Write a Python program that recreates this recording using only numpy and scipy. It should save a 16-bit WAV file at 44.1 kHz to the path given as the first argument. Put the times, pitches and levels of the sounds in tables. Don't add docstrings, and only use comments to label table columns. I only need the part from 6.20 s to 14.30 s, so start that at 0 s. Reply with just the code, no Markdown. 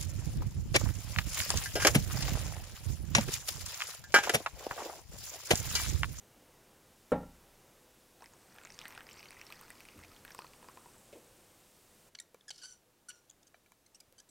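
import sys
import numpy as np
from scipy import signal
from scipy.fft import rfft, irfft
from scipy.io import wavfile
from scipy.ndimage import uniform_filter1d

SR = 44100
rng = np.random.default_rng(int(sys.argv[2]) if len(sys.argv) > 2 else 0)


def generate_wav(signal):
    frames = np.transpose(np.atleast_2d(signal))
    scaled = np.clip(frames, -1, 1) * 32767
    pcm = np.round(scaled).astype(np.int16)
    wavfile.write(sys.argv[1], SR, pcm)


N = 357193


def undb(db):
    return 10 ** (np.asarray(db) / 20)


def unit(x):
    return x / np.sqrt(np.mean(x ** 2))


def curve(table):
    s, *columns = np.transpose(table)
    return [np.interp(np.arange(N) / SR, s, c) for c in columns]


def add(out, s, x):
    i = int(s * SR)
    out[i:i + len(x)] += x[:N - i]


def coloured(points):
    hz, db = np.transpose(points)
    f = np.maximum(np.fft.rfftfreq(N, 1 / SR), 1)
    gain_db = np.interp(np.log(f), np.log(hz), db, left=-90, right=-90)
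    return unit(irfft(rfft(rng.standard_normal(N)) * undb(gain_db), N))


def band(x, hz, width):
    return signal.lfilter(*signal.iirpeak(min(hz, .4 * SR), hz / width, SR), x)


def ring(x, modes):
    out = 0
    for k, (hz, db, t60) in enumerate(modes):
        r = np.exp(-np.log(1000) / (t60 * SR))
        w = 2 * np.pi * hz / SR
        tone = np.sin(w) * signal.lfilter([1], [1, -2 * r * np.cos(w), r * r], x)
        out = out + (-1) ** k * undb(db) * tone
    return out


def grain(hz, cycles, glide):
    t = np.arange(int(4 * cycles / hz * SR) + 8) * hz / SR
    tone = np.sin(2 * np.pi * t * (1 + glide * t / cycles))
    return tone * np.exp(-2.5 * t / cycles) * (1 - np.exp(-t / .45))


def walk(rate):
    k = int(SR / rate)
    held = np.repeat(rng.standard_normal(N // k + 1), k)
    return unit(uniform_filter1d(held, k)[:N])


def kitchen_air():
    # (time [s], murmur level [dB], hiss level [dB])
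    air_levels = [(0, -67.5, -68), (.5, -63.5, -68.5), (1.0, -64.5, -67.5), (1.7, -65.5, -68),
                  (2.6, -62, -68.5), (3.6, -62, -65.5), (4.6, -64, -66), (5.5, -66, -67),
                  (5.885, -64.5, -67), (5.9, -71.5, -75), (8.1, -73.5, -75)]
    # (frequency [Hz], level [dB])
    murmur_spectrum = [(12, -27.5), (20, 2), (27, 0.5), (65, -3), (92, 0), (275, -2), (354, -0.5),
                       (464, -4), (494, -1), (538, -3.5), (3000, -16), (3900, -40.5), (6600, -120)]
    # (frequency [Hz], level [dB])
    hiss_spectrum = [(880, -37), (1500, -12), (2300, -6), (2740, -4), (3730, -0.5), (4080, -2.5),
                     (6240, -1.5), (14300, -4.5), (16000, -8.5)]
    hum_hz, hum_db = 499, -15.5

    murmur_db, hiss_db = curve(air_levels)
    hum = undb(hum_db + 2.0 * walk(3.6)) * unit(band(rng.standard_normal(N), hum_hz, 4.6))
    murmur = undb(murmur_db + 1.0 * walk(2.986)) * (coloured(murmur_spectrum) + hum)
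    hiss = undb(hiss_db) * coloured(hiss_spectrum)
    side_hiss = undb(hiss_db - 21) * unit(band(rng.standard_normal(N), 13500, 2500))
    return murmur + hiss, side_hiss


def knocks():
    # (time [s], level before offsets [dB])
    knock_times = [(.919, -11), (0.939, -48), (.962, -30), (1.001, -36), (1.03, -36)]
    # (frequency [Hz], relative level [dB], t60 [s])
    bowl_modes = [(29, -21, 1.25), (61, -14, 0.67), (100, -12, 0.39), (159, -7.5, 0.38), (183.3, -4.5, 0.4),
                  (260, -5, 0.32), (235, 0, 0.18), (287.5, -2.5, 0.34), (404, -9, 0.22), (494, 11, 0.093),
                  (535, 1, 0.16), (590, 4, 0.15), (745, -15, 0.3), (782, -13.5, 0.33), (823, -12, 0.36),
                  (830, -5, 0.22), (937, -17.5, 0.42), (1280, -6, 0.064), (1381, -1, 0.08),
                  (1366, -20, 0.5), (1765, -7, 0.058), (1840, -18, 0.21), (2270, -9.5, 0.072),
                  (3630, -9.5, 0.13)]

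    out, drive = np.zeros(N), np.zeros(N)
    t = np.arange(SR) / SR
    for s, db in knock_times:
        add(drive, s, undb(db - 39) * np.hanning(20))
        noise = rng.standard_normal(len(t))
        dull = band(band(noise * np.exp(-t / 0.023), 454, 860), 454, 860)
        add(out, s, undb(db - 3.5) * band(dull, 500, 2100))
    add(out, knock_times[0][0], undb(-43.5) * band(noise, 7900, 2100) * np.exp(-t / 0.0055))
    return out + ring(drive, bowl_modes)


def room(x):
    t60_s = .3
    t = np.arange(int(.6 * SR)) / SR
    noise = band(rng.standard_normal(len(t)), 1500, 6000)
    tail = noise * undb(-60 * t / t60_s) * np.clip(t / 0.002, 0, 1)
    return signal.fftconvolve(x, tail / np.sqrt(np.sum(tail ** 2)))[:N]


def scatter(rate, low_s, high_s, hz_of, cycles, spread_db):
    out = np.zeros(N)
    for when, pitch, size in rng.random((int(rate * (high_s - low_s)), 3)):
        s = low_s + when * (high_s - low_s)
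        loudness = undb(-spread_db * np.log(1.01 - size))
        add(out, s, loudness * grain(hz_of(s, pitch), cycles, .06))
    return out / np.sqrt(np.mean(out[int(low_s * SR):int(high_s * SR)] ** 2))


def splash(out, s, db, plop_hz, spray_hz, spray_db, trail):
    t = np.arange(SR // 200) / SR
    burst = rng.standard_normal(len(t)) * np.exp(-t / .0008)
    add(out, s, undb(db - 4) * band(burst, 1.25 * plop_hz, 2000))
    add(out, s, undb(db - 21) * grain(13200, 12, 0.0))
    add(out, s, undb(db) * grain(plop_hz, 5.1, 0.038))
    add(out, s, undb(db - 0.5) * grain(1.67 * plop_hz, 2.7, 0.061))
    add(out, s, undb(db - 12.5) * grain(2460, 12, 0.023))
    add(out, s, undb(db + spray_db) * grain(spray_hz, 18, 0.024))
    add(out, s, undb(db - 10.5) * grain(0.536 * plop_hz, 3.2, 0.0))
    for late, pitch in trail:
        bubble = grain(plop_hz * 2 ** (.4 * (pitch - .3)), 6, 0.12)
        add(out, s + 0.002 + .016 * late, undb(db - 8 - 10 * late) * bubble)


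def pour():
    # (time [s], flow level before offsets [dB], gurgle pitch guide [Hz])
    stream = [(1.98, -76, 1200), (2.28, -74, 1550), (2.4, -63, 1500), (2.54, -67, 1900), (2.6, -59, 2600),
              (2.66, -56.5, 1750), (2.75, -55, 2350), (2.79, -57, 1500), (2.84, -62, 1900),
              (2.9, -58.5, 2250), (3.08, -59.5, 2200), (3.45, -60, 1700), (3.65, -66, 2200),
              (3.95, -65, 2000), (4.02, -76, 1600), (4.09, -60, 1770), (4.17, -74, 1050), (4.65, -71, 1070),
              (4.8, -80, 1300)]
    # (time [s], level before an offset [dB])
    foam = [(2.0, -72), (2.42, -70.5), (2.54, -66), (3.57, -74), (3.71, -76), (4.71, -65), (5.36, -74),
            (5.81, -71), (5.89, -72)]
    # (time [s], plop level [dB], plop pitch [Hz], spray pitch [Hz], spray relative to plop [dB])
    splashes = [(2.007, -48, 750, 4200, -7), (2.022, -38.5, 905, 5400, -10), (2.042, -40.5, 1930, 8600, -4),
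                (2.059, -40.5, 1920, 5030, -4.5), (2.136, -50, 930, 6600, 2), (2.324, -52, 1640, 5620, 1),
                (2.362, -46, 1440, 5530, -15), (2.385, -37.5, 1630, 5990, -15),
                (2.414, -43.5, 1370, 6590, -18), (2.436, -43, 2140, 7310, -5), (2.45, -39, 1240, 6700, 2),
                (2.455, -38.5, 2130, 5430, -25), (2.472, -41, 2060, 6590, -14),
                (2.503, -40.5, 2060, 5270, -1), (2.541, -52, 905, 6640, 2), (2.59, -29, 3470, 5250, -9),
                (2.615, -33, 2730, 4360, -27), (2.655, -31, 1710, 8680, -24), (2.681, -44, 2000, 8650, -6),
                (2.706, -40, 2200, 6500, -7), (2.724, -45, 2200, 5400, -3), (2.75, -40, 2630, 8800, -4),
                (2.777, -32, 1460, 5560, -27), (2.807, -37.5, 1550, 4740, -24),
                (2.868, -43, 1830, 4900, -2), (2.89, -39.5, 2280, 5250, -13), (2.912, -42, 2820, 5470, -10),
                (2.931, -50, 1210, 7140, 8), (2.994, -40.5, 2500, 4700, -6), (3.029, -39, 2300, 4710, -22),
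                (3.057, -38.5, 2790, 4020, -12), (3.107, -39.5, 2200, 8700, -3),
                (3.128, -42, 1820, 5350, -18), (3.196, -43, 2400, 4960, -14),
                (3.214, -35.5, 2290, 5540, -4), (3.267, -39.5, 4000, 5350, -0.5),
                (3.303, -41, 1040, 4020, -3), (3.324, -34, 2420, 4500, -13), (3.412, -42, 1090, 4370, -17),
                (3.504, -36.5, 1900, 8300, -2), (3.605, -40, 2250, 5540, -11),
                (3.653, -41.5, 2280, 8400, -4), (3.687, -39, 2620, 4500, -14), (3.791, -45, 1220, 8400, -1),
                (3.837, -40.5, 2100, 5300, -11), (3.847, -43, 2360, 6590, -16),
                (3.917, -45.5, 1230, 4840, -5), (3.964, -42.5, 3130, 5090, -15),
                (4.05, -37, 1590, 4160, -13), (4.079, -40, 1840, 5480, -13),
                (4.106, -37.5, 1690, 5440, -15), (4.119, -52, 1700, 5500, 10),
                (4.148, -38.5, 1060, 7810, 0), (4.19, -29, 963, 8400, -12), (4.22, -42, 1290, 4200, -4),
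                (4.245, -38.5, 996, 6250, -22), (4.267, -48, 2500, 4220, 0),
                (4.335, -43.5, 2660, 4720, -14), (4.428, -42.5, 930, 8770, -18),
                (4.444, -42, 925, 7930, -17), (4.486, -36.5, 975, 4880, -16),
                (4.573, -38.5, 970, 4800, -31), (4.659, -43, 920, 8660, -23)]
    # (time [s], level of each of their tones [dB])
    bright_clicks = [(2.344, -54.5), (2.362, -55), (2.655, -58), (2.681, -44.5), (2.706, -53),
                     (3.107, -53.5), (3.128, -60), (3.214, -59.5), (3.303, -52), (3.324, -45), (3.36, -60),
                     (3.412, -44), (3.504, -47.5), (3.605, -49), (3.917, -59.5), (4.05, -45),
                     (4.148, -46.5), (4.19, -51)]
    # (time [s], level before drift [dB])
    spatter_levels = [(1.98, -80), (2.35, -74), (2.55, -66), (2.8, -78), (2.97, -61), (3.15, -67),
                      (3.55, -66), (3.7, -71), (3.95, -67), (4.02, -75), (4.12, -62), (4.3, -71),
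                      (4.45, -78), (4.8, -82)]
    small_per_s = 9
    small_db, small_follows, small_spray_db = -48, .4, -8

    out = np.zeros(N)
    flow_db, hz = curve(stream)
    start, end = stream[0][0], stream[-1][0]
    for row, trail in zip(splashes, rng.random((len(splashes), 4, 2))):
        splash(out, *row, trail)
    for when, pitch, spray, *trail in rng.random((int(small_per_s * (end - start)), 11)):
        s = start + when * (end - start)
        i = int(s * SR)
        db = small_db + small_follows * (flow_db[i] + 60)
        plop_hz = hz[i] * 2 ** (pitch - .5)
        splash(out, s, db, plop_hz, 4200 * 2 ** spray, small_spray_db, np.reshape(trail, (4, 2)))
    for s, db in bright_clicks:
        for click_hz, cycles in (8750, 21), (12600, 24), (14000, 30):
            add(out, s, undb(db) * grain(click_hz, cycles, 0.0))

    gurgle = scatter(350, start, end, lambda s, u: hz[int(s * SR)] * 2 ** (.5 * (u - .45)), 10.5, 5.8)
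    patter = scatter(900, start, end, lambda s, u: 800 * 2 ** (2.22 * u), 3, 1.9)
    spatter = scatter(400, start, end, lambda s, u: 4100 * 2 ** (.6 * u), 16, 4.5)
    fizz = scatter(2300, foam[0][0], foam[-1][0], lambda s, u: 6500 * 2 ** (0.45 * u ** 0.45), 16, 4.2)
    crackle = scatter(200, start, end, lambda s, u: 11500 * 2 ** (0.38 * u), 18, 5.0)

    bubbles = gurgle + undb(2.5) * patter + undb(-7) * crackle
    out += undb(flow_db - 6.5 + 1.5 * walk(14)) * bubbles
    out += undb(curve(spatter_levels)[0] + 2.5 * walk(10)) * spatter
    return out + undb(curve(foam)[0] - 3.5) * fizz


def worktop_bumps():
    # (time [s], thud level before its fade [dB], filter centre [Hz], filter width [Hz], rise [ms], t60 [s],
    #  scuff relative to thud [dB])
    bumps = [(3.755, -50.5, 238, 151, 6.2, 0.15, -33), (3.77, -53.5, 75, 40, 20, 0.47, -44),
             (4.926, -48, 423, 250, 2.8, 0.16, -8.5), (4.95, -49, 400, 255, 5, 0.24, -18)]
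    out = np.zeros(N)
    t = np.arange(SR) / SR
    for s, db, hz, width, rise_ms, t60, scuff_db in bumps:
        noise = rng.standard_normal(len(t))
        thud = unit(band(band(noise, hz, width), hz, width))
        scuff = undb(scuff_db) * unit(band(noise, 2230, 1700))
        rise = np.clip(t * 1000 / rise_ms, 0, 1)
        add(out, s, undb(db - 60 * t / t60) * rise * (thud + scuff))
    return out


def spatula():
    # (time [s], level before shaping [dB], starting slip rate before wobble [Hz],
    #  glide as a share of that rate, colour centre [Hz], hold [ms], fall t60 [ms], added fundamental [dB])
    squeaks = [(5.949, -40, 1533, -.011, 3300, 3.6, 15, -26), (5.987, -40, 2100, .06, 4200, 1.9, 10, -2),
               (5.999, -34, 1816, .042, 7250, 1.8, 20, -8), (6.011, -55.5, 1864, .02, 7400, 12, 17, -5),
               (6.208, -53, 1750, .0, 3530, 1.9, 5.6, -24), (6.28, -43, 1716, -.034, 5600, 13.7, 13, 0),
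               (6.304, -34.5, 1482, .031, 4070, 5, 30, -29), (6.322, -55, 1495, -.038, 4950, 39, 110, -30),
               (6.378, -48.5, 1450, -.003, 5100, 4, 200, -33), (6.416, -47.5, 1625, -.1, 4830, 14, 17, -4),
               (6.432, -42.5, 1447, .07, 5100, 24, 40, -5), (6.459, -51.5, 1534, -.047, 6000, 65, 160, -9),
               (6.885, -40.5, 1450, .01, 8270, 14, 33, -2.5), (6.898, -48.5, 1384, .2, 2900, 17, 10, -20),
               (6.912, -60.5, 1450, -.02, 5800, 50, 260, -4), (7.096, -47.5, 3364, .021, 7550, 5, 4.7, -23),
               (7.11, -52, 3340, -.061, 7100, 1.5, 3.6, -23),
               (7.228, -56.5, 1750, -.016, 5900, 4, 5.3, -30), (7.268, -57.5, 1580, .043, 6300, 12, 6, -29),
               (7.661, -53.5, 2000, .07, 6200, 5, 16, -9), (7.745, -52, 2605, .11, 6550, 10.7, 47, -9),
               (7.801, -46, 2670, -.11, 11000, 5.5, 14, -25), (7.979, -53, 1550, .0, 5700, 21, 8.8, -8.5),
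               (7.999, -48.5, 1584, .052, 5830, 3, 27, -37), (8.088, -55, 1990, .019, 7540, 7.3, 27, -28)]
    # (time [s], thud level [dB], thud pitch [Hz], tick over thud before halving [dB],
    #  push on the glass over thud before quartering [dB])
    taps = [(6.145, -41.5, 500, -1, -22), (6.147, -47, 1050, -20, -35), (6.306, -43.5, 781, -5, -18),
            (6.44, -50, 1000, -20, -30), (7.344, -41, 1690, -33, -19), (7.345, -47, 700, -20, -35),
            (7.461, -57.5, 2300, 3, -10), (7.52, -48.5, 1030, 4.5, -17), (7.925, -55, 525, 10, -23)]
    # (frequency [Hz], relative level [dB], t60 [s])
    glass_modes = [(1398, -7, .12), (1687, -2, 0.052), (2334, 3.5, 0.038), (3080, -7.5, 0.056),
                   (3920, -5.5, 0.084), (4470, -11, 0.085), (5870, -6, 0.13), (7280, -8, .06)]
    grip_ms, grip_share = 1.3, .08
    clean_rough, rough_per_db = .44, .009

    out, ticks, drive = np.zeros((3, N))
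    for s, db, slip_hz, glide, colour_hz, hold_ms, fall_ms, first_db in squeaks:
        rough = np.clip(clean_rough - rough_per_db * first_db, 0, 1)
        rise_ms = grip_ms + grip_share * hold_ms
        stroke_ms = rise_ms + hold_ms
        ms = np.arange(int((stroke_ms + fall_ms) * SR / 1000)) * 1000 / SR
        wobble, noise, flutter = rng.standard_normal((3, SR // 2))[:, :len(ms)]
        slide = glide * np.minimum(ms / stroke_ms, 1)
        rate = slip_hz * (1 + slide + 0.38 * rough * uniform_filter1d(wobble, 60))
        phase = 2 * np.pi * np.cumsum(rate) / SR
        slips = 0
        for k in range(1, int(13000 / slip_hz)):
            fade = undb(59 * uniform_filter1d(np.roll(flutter, 700 * k), 200))
            slips = slips + fade * np.cos(k * phase + .6 * k * k)
        raw = np.sqrt(1 - rough ** 2) * unit(slips) + rough * noise
        width = 1.44 * colour_hz
        broad = band(band(raw, colour_hz, width), colour_hz, width)
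        tone = unit(broad + 1.64 * band(raw, colour_hz, 0.1 * colour_hz))
        tone += undb(first_db) * np.cos(phase)
        shape = np.clip(ms / rise_ms, 0, 1) * undb(-60 * np.maximum(ms - rise_ms - hold_ms, 0) / fall_ms)
        shape = shape * undb(20 * rough * uniform_filter1d(flutter, 100))
        add(out, s, undb(db) * tone * shape / 2)
        add(drive, s, undb(db - 50) * raw * shape)
    for s, db, thud_hz, tick_db, glass_db in taps:
        add(out, s, undb(db) * grain(thud_hz, 3.9, 0.0))
        tick = rng.standard_normal(200) * np.exp(-np.arange(200) / 40)
        add(ticks, s, undb(db + tick_db) * tick / 2)
        add(drive, s, undb(db + glass_db) * np.hanning(9) / 4)
    soften = signal.butter(2, 10500, fs=SR, output="sos")
    return signal.sosfilt(soften, out) + ticks + ring(drive, glass_modes)


def scene():
    air, side_hiss = kitchen_air()
    near = knocks() + pour() + worktop_bumps() + spatula()
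    mid = near + undb(-22) * room(near) + air
    side = undb(-29) * np.roll(band(mid, 7000, 14000), 300) + side_hiss
    return np.array([mid + side, mid - side])


def record(dry):
    return signal.sosfilt(signal.ellip(10, .2, 70, 15900, fs=SR, output="sos"), dry)


dry = scene()
out = record(dry)
generate_wav(out)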